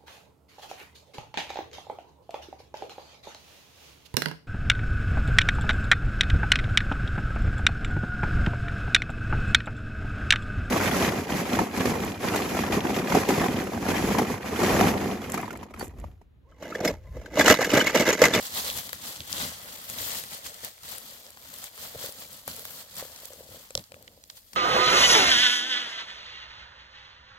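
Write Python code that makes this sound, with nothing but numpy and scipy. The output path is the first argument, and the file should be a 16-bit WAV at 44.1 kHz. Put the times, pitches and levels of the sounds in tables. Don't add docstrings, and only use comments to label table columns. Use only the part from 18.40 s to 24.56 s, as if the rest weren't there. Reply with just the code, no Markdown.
import sys
import numpy as np
from scipy import signal
from scipy.fft import rfft, irfft, next_fast_len
from scipy.io import wavfile
from scipy.ndimage import map_coordinates

SR = 44100
rng = np.random.default_rng(int(sys.argv[2]) if len(sys.argv) > 2 else 0)


def pcm_store(signal):
    levels = np.round(np.clip(np.atleast_2d(signal), -1, 1) * 32767)
    wavfile.write(sys.argv[1], SR, levels.astype(np.int16).T)


N = 271656


def undb(db):
    return 10 ** (np.asarray(db) / 20)


def unit(x):
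    return x / np.sqrt(np.mean(x ** 2))


def unit_mid(pair):
    return pair / np.sqrt(np.mean(pair.mean(axis=0) ** 2))


def curves(table):
    time_s, *columns = np.transpose(table)
    return [np.interp(np.arange(N) / SR, time_s, column) for column in columns]


def colour(x, points):
    size = next_fast_len(N)
    hz, db = np.transpose(points)
    log_bins = np.log(np.fft.rfftfreq(size, 1 / SR) + 1)
    gain = undb(np.interp(log_bins, np.log(hz), db, left=-90, right=-90))
    return irfft(rfft(x, size) * gain, size)[..., :N]


def ports(x, lead_ms):
    read_at = np.arange(N) - lead_ms * SR / 1000
    right = map_coordinates(x, [read_at], order=3, mode="nearest")
    return np.array([x, right])


def pan(db):
    return undb(np.array([db, -db]) / 2)


def crackle(per_s, scatter_db, tail_ms, most_db=15.0):
    crack_db = np.minimum(scatter_db * rng.exponential(size=N), most_db)
    size = undb(crack_db) * (rng.random(N) < per_s / SR)
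    power = signal.lfilter([1], [1, -np.exp(-1000 / (tail_ms * SR))], size ** 2)
    return unit(np.sqrt(power) * rng.standard_normal(N))


def patch(lead_ms, spread_ms, diffuse, count, **grain):
    spots = sum(ports(crackle(**grain), lead_ms + spread_ms * k) for k in np.linspace(-1, 1, count))
    scattered = np.array([crackle(**grain), crackle(**grain)])
    return unit(spots) + diffuse * scattered


def effort():
    # peak t/s, rustle level/dB, rise and fall/ms per first 10 dB, thud and hum re rustle/dB
    strokes = [(0.059, -41, 400, 48, -13.5, -14.5), (0.188, -35, 68, 43, -9.5, -12.5),
               (0.28, -37, 76, 60, -11.5, -11.5), (0.383, -38, 48, 37, -8.5, -14.5),
               (0.46, -46.5, 60, 64, -6, -11), (0.545, -47.5, 28, 43, -5, -14),
               (0.67, -42, 82, 129, -10, -10), (0.81, -52.5, 33, 28, 2, -20),
               (0.939, -43, 78, 84, -12, -18), (1.016, -36.5, 98, 100, -7, -12.5),
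               (1.3, -49, 400, 382, -8.5, -9.5), (1.495, -46, 18, 77, -6, -15),
               (1.61, -40.5, 67, 248, -9.5, -12.5), (1.786, -40, 258, 28, -18, -11.5),
               (1.935, -43, 39, 59, -16, -8.5), (2.063, -42.5, 28, 45, -8.5, -12),
               (2.16, -51, 200, 192, -14, -7), (2.255, -43, 33, 38, -10, -7.5),
               (2.445, -50, 20, 80, -9.5, -26), (2.518, -43.5, 61, 75, -15.5, -12),
               (2.7, -51, 200, 148, -9, -8.5), (2.87, -56, 55.5, 76, -9, -2),
               (3.02, -60, 50, 100, -6, -4.5), (3.14, -52, 177, 145, -8, -13),
               (3.26, -47, 116, 32, -15.5, -14), (3.442, -45, 97, 92, -11.5, -8.5),
               (3.649, -43, 110, 81, -11.5, -7.5), (3.82, -48, 83, 59, -8.5, -9.5),
               (3.93, -51, 62, 118, -9, -9), (4.088, -45, 20, 55, -4, -24),
               (4.15, -50.5, 68, 398, -10, -4.5), (4.415, -50, 302, 24, -16, -24),
               (4.52, -55, 32, 100, -8, -8), (4.597, -40.5, 36, 27, -11, -18),
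               (4.65, -50, 40, 62, -12, -10), (4.728, -54, 70, 115, -9, -9),
               (4.849, -51, 117, 72, -15, -7.5), (4.93, -57.5, 40, 54, -10, -16),
               (5.0, -57, 96, 96, -1, -0.5), (5.15, -54.5, 107, 73, -2.5, 0.5),
               (5.25, -59.5, 75, 50, -3, -19), (5.389, -54, 37, 33, 6, 1), (5.44, -62, 62, 52, -20, -22),
               (5.56, -65, 65, 400, 4, 3.5), (5.91, -62.5, 28, 90, -15, -24),
               (5.974, -53, 20, 20, -28, -53.5), (6.15, -63.5, 24, 94, 9, 2)]
    # t/s, rustle level/dB
    settling = [(0, -53.5), (1.5, -66.5), (2.35, -61.5), (3, -64.5), (4.5, -97), (5.2, -57), (5.6, -74),
                (6.16, -63.5)]
    settling_thud_db = -20
    roundness = 1.455
    ms, rest = np.arange(N) / SR * 1000, undb(curves(settling)[0])
    power = (rest * np.array([[1], [undb(settling_thud_db)], [0]])) ** 2
    for s, db, rise_ms, fall_ms, thud_db, hum_db in strokes:
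        late_ms = ms - s * 1000
        distance = np.where(late_ms < 0, -late_ms / rise_ms, late_ms / fall_ms)
        swell = undb(db - 10 * distance ** roundness)
        power = power + (swell * undb([[0], [thud_db], [hum_db]])) ** 2
    return np.sqrt(power)


def ticks(lead_ms, per_s=35., scatter_db=5.0, sharpness=42.0):
    leaf_rings_hz = [1307, 2350, 3100, 3640, 3900, 4080, 6500, 7460]
    out = 0
    for hz in leaf_rings_hz:
        flick = crackle(per_s, scatter_db, 0.18)
        ring = unit(signal.lfilter(*signal.iirpeak(hz, sharpness, SR), flick))
        out = out + ports(ring, lead_ms + 0.16 * rng.standard_normal())
    return unit_mid(out)


def leaves(lead_ms, rustle):
    # f/Hz, relative gain/dB
    leaf = [(1800, -73), (2500, -5.5), (3300, 2), (4300, 5.5), (5800, 1.5), (7500, 3.5), (9500, -0.5),
            (11000, -11.5)]
    crumple = [(400, -10.5), (750, -1.5), (1100, -1), (1500, -2), (2000, 0), (2600, -9), (3500, -3)]
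    fine_edges = [(8000, -54), (9800, -8), (10500, -4), (11800, 4), (14800, 1.5), (16500, -2)]
    # t/s, crumple re crisp/dB, fine hiss re crisp/dB, left minus right/dB
    tone = [(0, -7.5, -3.5, -2.5), (.35, -6, -0.5, 0), (.7, -7, -3.5, 0), (1.0, -5, -4.5, 0),
            (1.3, -4, -0.5, -0.5), (1.7, -7, -1, 1), (2.1, -6.5, -3.5, -0.5), (2.5, -6.5, -1, 1),
            (3.0, -5.5, -2, -0.5), (3.6, -6, -1.5, 0), (4.1, -7.5, 0, -1), (4.6, -7, -1, -0.5),
            (5.0, -7, -1, 0.5), (5.4, -5, -0.5, -1), (5.7, -6.5, -1, -3), (6.16, -10, 2.5, 0)]
    dull_db, fine_db, pan_db = curves(tone)
    bed = patch(lead_ms, 0.072, 1.0, count=4, per_s=500., scatter_db=6.5, tail_ms=3.3)
    breaks = patch(lead_ms, 0.1, 0.5, count=2, per_s=55.0, scatter_db=0.0, tail_ms=0.16)
    cracks = unit(bed) + 0.38 * unit(breaks)
    folds = patch(lead_ms, 0.082, 0.74, count=2, per_s=300., scatter_db=4.0, tail_ms=3.5)
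    edges = patch(lead_ms, 0.091, 1.0, count=2, per_s=470.0, scatter_db=6.5, tail_ms=1.0)
    dull = unit_mid(colour(folds + 0.54 * cracks, crumple)) * undb(dull_db)
    fine = unit_mid(colour(edges + 0.74 * cracks, fine_edges)) * undb(fine_db)
    crisp = unit_mid(unit_mid(colour(cracks, leaf)) + 0.2 * ticks(lead_ms))
    return (crisp + dull + fine) * rustle * pan(pan_db)


def soil(lead_ms, press, shake):
    # f/Hz, relative gain/dB
    thud_colour = [(20, -40), (40, -23), (70, 1.5), (120, -2), (240, -0.5), (360, -9), (500, -29)]
    grains = patch(lead_ms, 0.25, 0.091, count=2, per_s=120., scatter_db=1.0, tail_ms=12.5)
    thud = colour(grains, thud_colour)
    knocks = patch(lead_ms * 0.48, 0.036, 0.3, count=2, per_s=100.0, scatter_db=0.5, tail_ms=2.5)
    hum = signal.lfilter(*signal.iirpeak(540, 2.2, SR), knocks)
    hum = signal.lfilter(*signal.iirpeak(560, 1.6, SR), hum)
    return unit(thud) * press + unit(hum) * shake


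def hush():
    # f/Hz, relative gain/dB
    air_colour = [(18, -25), (30, 21), (103, 21), (328, -17), (554, -14.5), (2060, -14), (2680, -54),
                  (4530, -6.5), (10500, -47), (13000, -24), (16000, -24)]
    level_db = -69
    noise = rng.standard_normal((3, N))
    return unit(colour(noise[0] + 0.73 * noise[1:], air_colour)) * undb(level_db)


def scrape(lead_ms, cutoff_hz=360.0):
    # t/s, f/Hz, level/dB
    slide = [(.12, 3700, -55), (.18, 3800, -38), (.23, 4200, -52), (.3, 3700, -35.5), (.36, 3600, -60.5),
             (.9, 3200, -53.5), (.97, 3300, -46), (1.01, 3800, -43), (1.05, 4500, -43), (1.1, 4800, -74)]
    hz, db = curves(slide)
    rub = signal.lfilter(*signal.butter(2, cutoff_hz, fs=SR), crackle(490.0, 3.3, 1.0))
    carrier = np.sin(2 * np.pi * np.cumsum(hz) / SR)
    return ports(unit(rub * carrier) * undb(db), lead_ms)


def roots(lead_ms, ring_t60_s=0.025, thud_hz=94.0, thud_t60_s=0.047):
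    # t/s, ring peak level/dB, thud re ring/dB
    tears = [(0.165, -40, -25), (0.291, -36, -25), (0.37, -41, -20), (0.529, -40.5, -20), (0.805, -44.5, 8),
             (0.984, -41, -34), (1.051, -38, -6), (1.289, -44, -15), (1.61, -40.5, 1), (1.729, -46, 3),
             (1.836, -43.5, -5), (1.947, -43, -9), (2.234, -41, -14), (2.722, -47, -22), (2.847, -56, -15),
             (2.97, -56, -4.5), (3.548, -34.5, -28), (3.555, -34.5, -29), (3.561, -49, 14),
             (3.584, -47, -14), (3.613, -39.5, -23), (3.641, -32, -13), (3.69, -36.5, -19),
             (4.078, -37.5, -4), (4.139, -50, -12), (4.189, -52, -17), (4.252, -51, 2), (4.582, -47, -15),
             (4.625, -31, -16), (4.652, -40.5, -15), (4.699, -48, -20), (4.833, -43, -11),
             (4.905, -40.5, -27), (4.917, -44, -20), (4.935, -42.5, -26), (4.959, -52, -16),
             (5.006, -39, -14), (5.09, -44, -23), (5.121, -48, 4), (5.145, -44, -13), (5.169, -45, -17),
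             (5.306, -39, -23), (5.3538, -26, -9), (5.378, -33, 1), (5.394, -47, 9), (5.519, -39.5, -15),
             (5.541, -43, -3), (5.565, -44, -16), (5.58, -54, -10), (5.775, -49, -15)]
    stem_hz, stem_scatter = 534, .04
    out, t = np.zeros(N + 4096), np.arange(4096) / SR
    for s, db, thud_db in tears:
        hz = stem_hz * (1 + stem_scatter * rng.standard_normal())
        onset = 1 - np.exp(-t / 0.00047)
        ring = onset * np.sin(2 * np.pi * hz * t) * 1000 ** (-t / ring_t60_s)
        sunk_s = t + 0.0041 * (1 - np.exp(-t / 0.0073))
        thud = np.sin(2 * np.pi * thud_hz * sunk_s) * 1000 ** (-t / thud_t60_s)
        start = int(s * SR)
        out[start:start + len(t)] += undb(db) * (ring / ring.max() + undb(thud_db) * thud)
    return ports(out[:N], lead_ms * 0.64)


def snaps(lead_ms, body_hz=1370.0, wide_db=-7.0):
    # t/s, approximate peak level/dB, centre f/Hz, body re crack/dB, left minus right/dB, length/ms
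    breaks = [(0.264, -33, 4470, -19, 4, 1.4), (0.3003, -16.5, 3380, -25, -2, 1.5),
              (0.4923, -27, 3860, 1, 7.5, 2.7), (0.5306, -16, 10100, 6, 2, 1.4),
              (0.761, -26, 3350, 1, -3, 1), (0.805, -18.5, 3600, -29, -5, 0.63),
              (0.9284, -15.5, 5630, -25, 13.5, 0.83), (1.4997, -17.5, 8200, -2, 2, 0.88),
              (1.5852, -23, 3700, -60, -3, 2.3), (1.8376, -26, 9300, 0, -8.5, 1.8),
              (2.143, -30.5, 7340, -23, 2.0, 1.8), (2.2471, -19, 10800, -18, -2, 2.1),
              (2.379, -45, 2000, -2, -17, 1.5), (2.433, -36, 5230, -1, -7, 1.9),
              (2.5821, -27, 8900, -31, 4, 2.8), (2.8657, -29, 4400, 2, -3, 0.46),
              (2.905, -29.5, 9000, -20, 2, 0.74), (2.972, -35.5, 4060, 17, 3, 3.2),
              (3.1394, -32.5, 9000, -17, 9, 3), (3.1858, -26, 11100, -24, 2.5, 1),
              (3.241, -25.5, 8100, -23, 8, 1.9), (3.3776, -29.5, 7160, 7, 0, 0.9),
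              (3.6597, -27, 11700, 0, 5, 2.5), (3.7234, -25, 8000, -26, 4, 0.5),
              (3.93, -30.5, 8200, -18, 1, 1.2), (4.0782, -22.5, 11200, -3, 11, 2.3),
              (4.1003, -28, 11500, -21, -2, 1.1), (4.1143, -26.5, 3620, -10, -2, 1.2),
              (4.1643, -29.5, 8180, -17, 9, 1.4), (4.194, -26, 11500, -9, -2, 2.3),
              (4.2523, -23.5, 11600, -3.5, -2, 2.8), (4.3071, -30, 11800, -8, 7, 1.2),
              (4.555, -27, 9000, -19, -3, 1), (4.5676, -24, 7200, -10, 1, 0.84),
              (4.762, -27, 4230, -11, 2.5, 0.47), (4.8546, -28.5, 11100, -33, -12, 2.8),
              (4.9334, -33, 7000, -7, -1, 2.2), (5.3064, -30.5, 6700, 2, 1.5, 2),
              (5.3521, -9.5, 5200, -11, -6.5, 1.1), (5.376, -15.5, 4080, -10, -6, 1.1),
              (5.3936, -32, 3540, -15, -1, 1.4), (5.4395, -41, 4790, -25, -19, 1),
              (5.52, -32.5, 3230, 3, 4, 1.6), (5.5425, -35, 4130, 31, 7, 1.8),
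              (5.626, -38, 11800, -20, 8, 1.4), (5.6775, -33.5, 2480, -36, -6, 3.1),
              (5.8384, -33.5, 5140, -4, -3, 1.5), (5.8995, -29.5, 3630, -2, -7, 3.4),
              (6.132, -34.5, 5030, 1.5, 7.5, 5.5), (6.1544, -35, 3040, 11, -12, 3)]
    out, t_ms = np.zeros((2, N + 2048)), np.arange(1024) / SR * 1000
    wide = signal.butter(1, [2800, 6500], "band", fs=SR, output="sos")
    for s, db, hz, body_db, pan_db, length_ms in breaks:
        noise = np.sign(rng.standard_normal((3, len(t_ms))))
        noise[0, 0] = 1.33
        rattle = .12 * np.exp(-t_ms / 2.4)
        shape = np.exp(-(t_ms / length_ms) ** 1.5) + rattle
        both = shape * (noise[0] + 0.66 * noise[1:])
        centre = signal.iirpeak(hz, 1.0, SR)
        narrow = signal.lfilter(*centre, signal.lfilter(*centre, both))
        crack = unit(narrow) + undb(wide_db) * unit(signal.sosfilt(wide, both))
        body = unit(signal.lfilter(*signal.iirpeak(body_hz, 1.2, SR), shape * noise[0]))
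        burst = crack + undb(body_db) * body
        start = int(s * SR)
        burst[1] = np.roll(burst[1], int(lead_ms[start] * SR / 1000))
        burst = unit(burst) * np.sqrt(np.mean(shape ** 2)) / 2
        out[:, start:start + len(t_ms)] += undb(db) * pan(pan_db)[:, None] * burst
    return out[:, :N]


def scene():
    # t/s, lead of the left port/ms
    place = [(0, 0.28), (1, 0.26), (1.5, 0.31), (2.3, 0.43), (2.7, 0.24), (3.3, 0.25), (4, 0.21),
             (4.7, 0.12), (5.3, 0.25), (6.16, 0.42)]
    lead_ms, = curves(place)
    rustle, press, shake = effort()
    hand = leaves(lead_ms, rustle) + soil(lead_ms, press, shake)
    breaking = scrape(lead_ms) + roots(lead_ms) + snaps(lead_ms)
    return hand + hush() + breaking


def record(dry):
    # f/Hz, left minus right/dB
    balance = [(200, 1.5), (700, 0), (1300, -2), (2400, 4), (4400, -1.5), (8000, 3), (15000, 5)]
    top_hz = 15800
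    tilt = [(20, 1), *balance, (22050, 0)]
    left = colour(dry[0], [(hz, db / 2) for hz, db in tilt])
    right = colour(dry[1], [(hz, -db / 2) for hz, db in tilt])
    low_pass = signal.ellip(10, .2, 70, top_hz, fs=SR, output="sos")
    return signal.sosfilt(low_pass, np.array([left, right]))


dry = scene()
out = record(dry)
pcm_store(out)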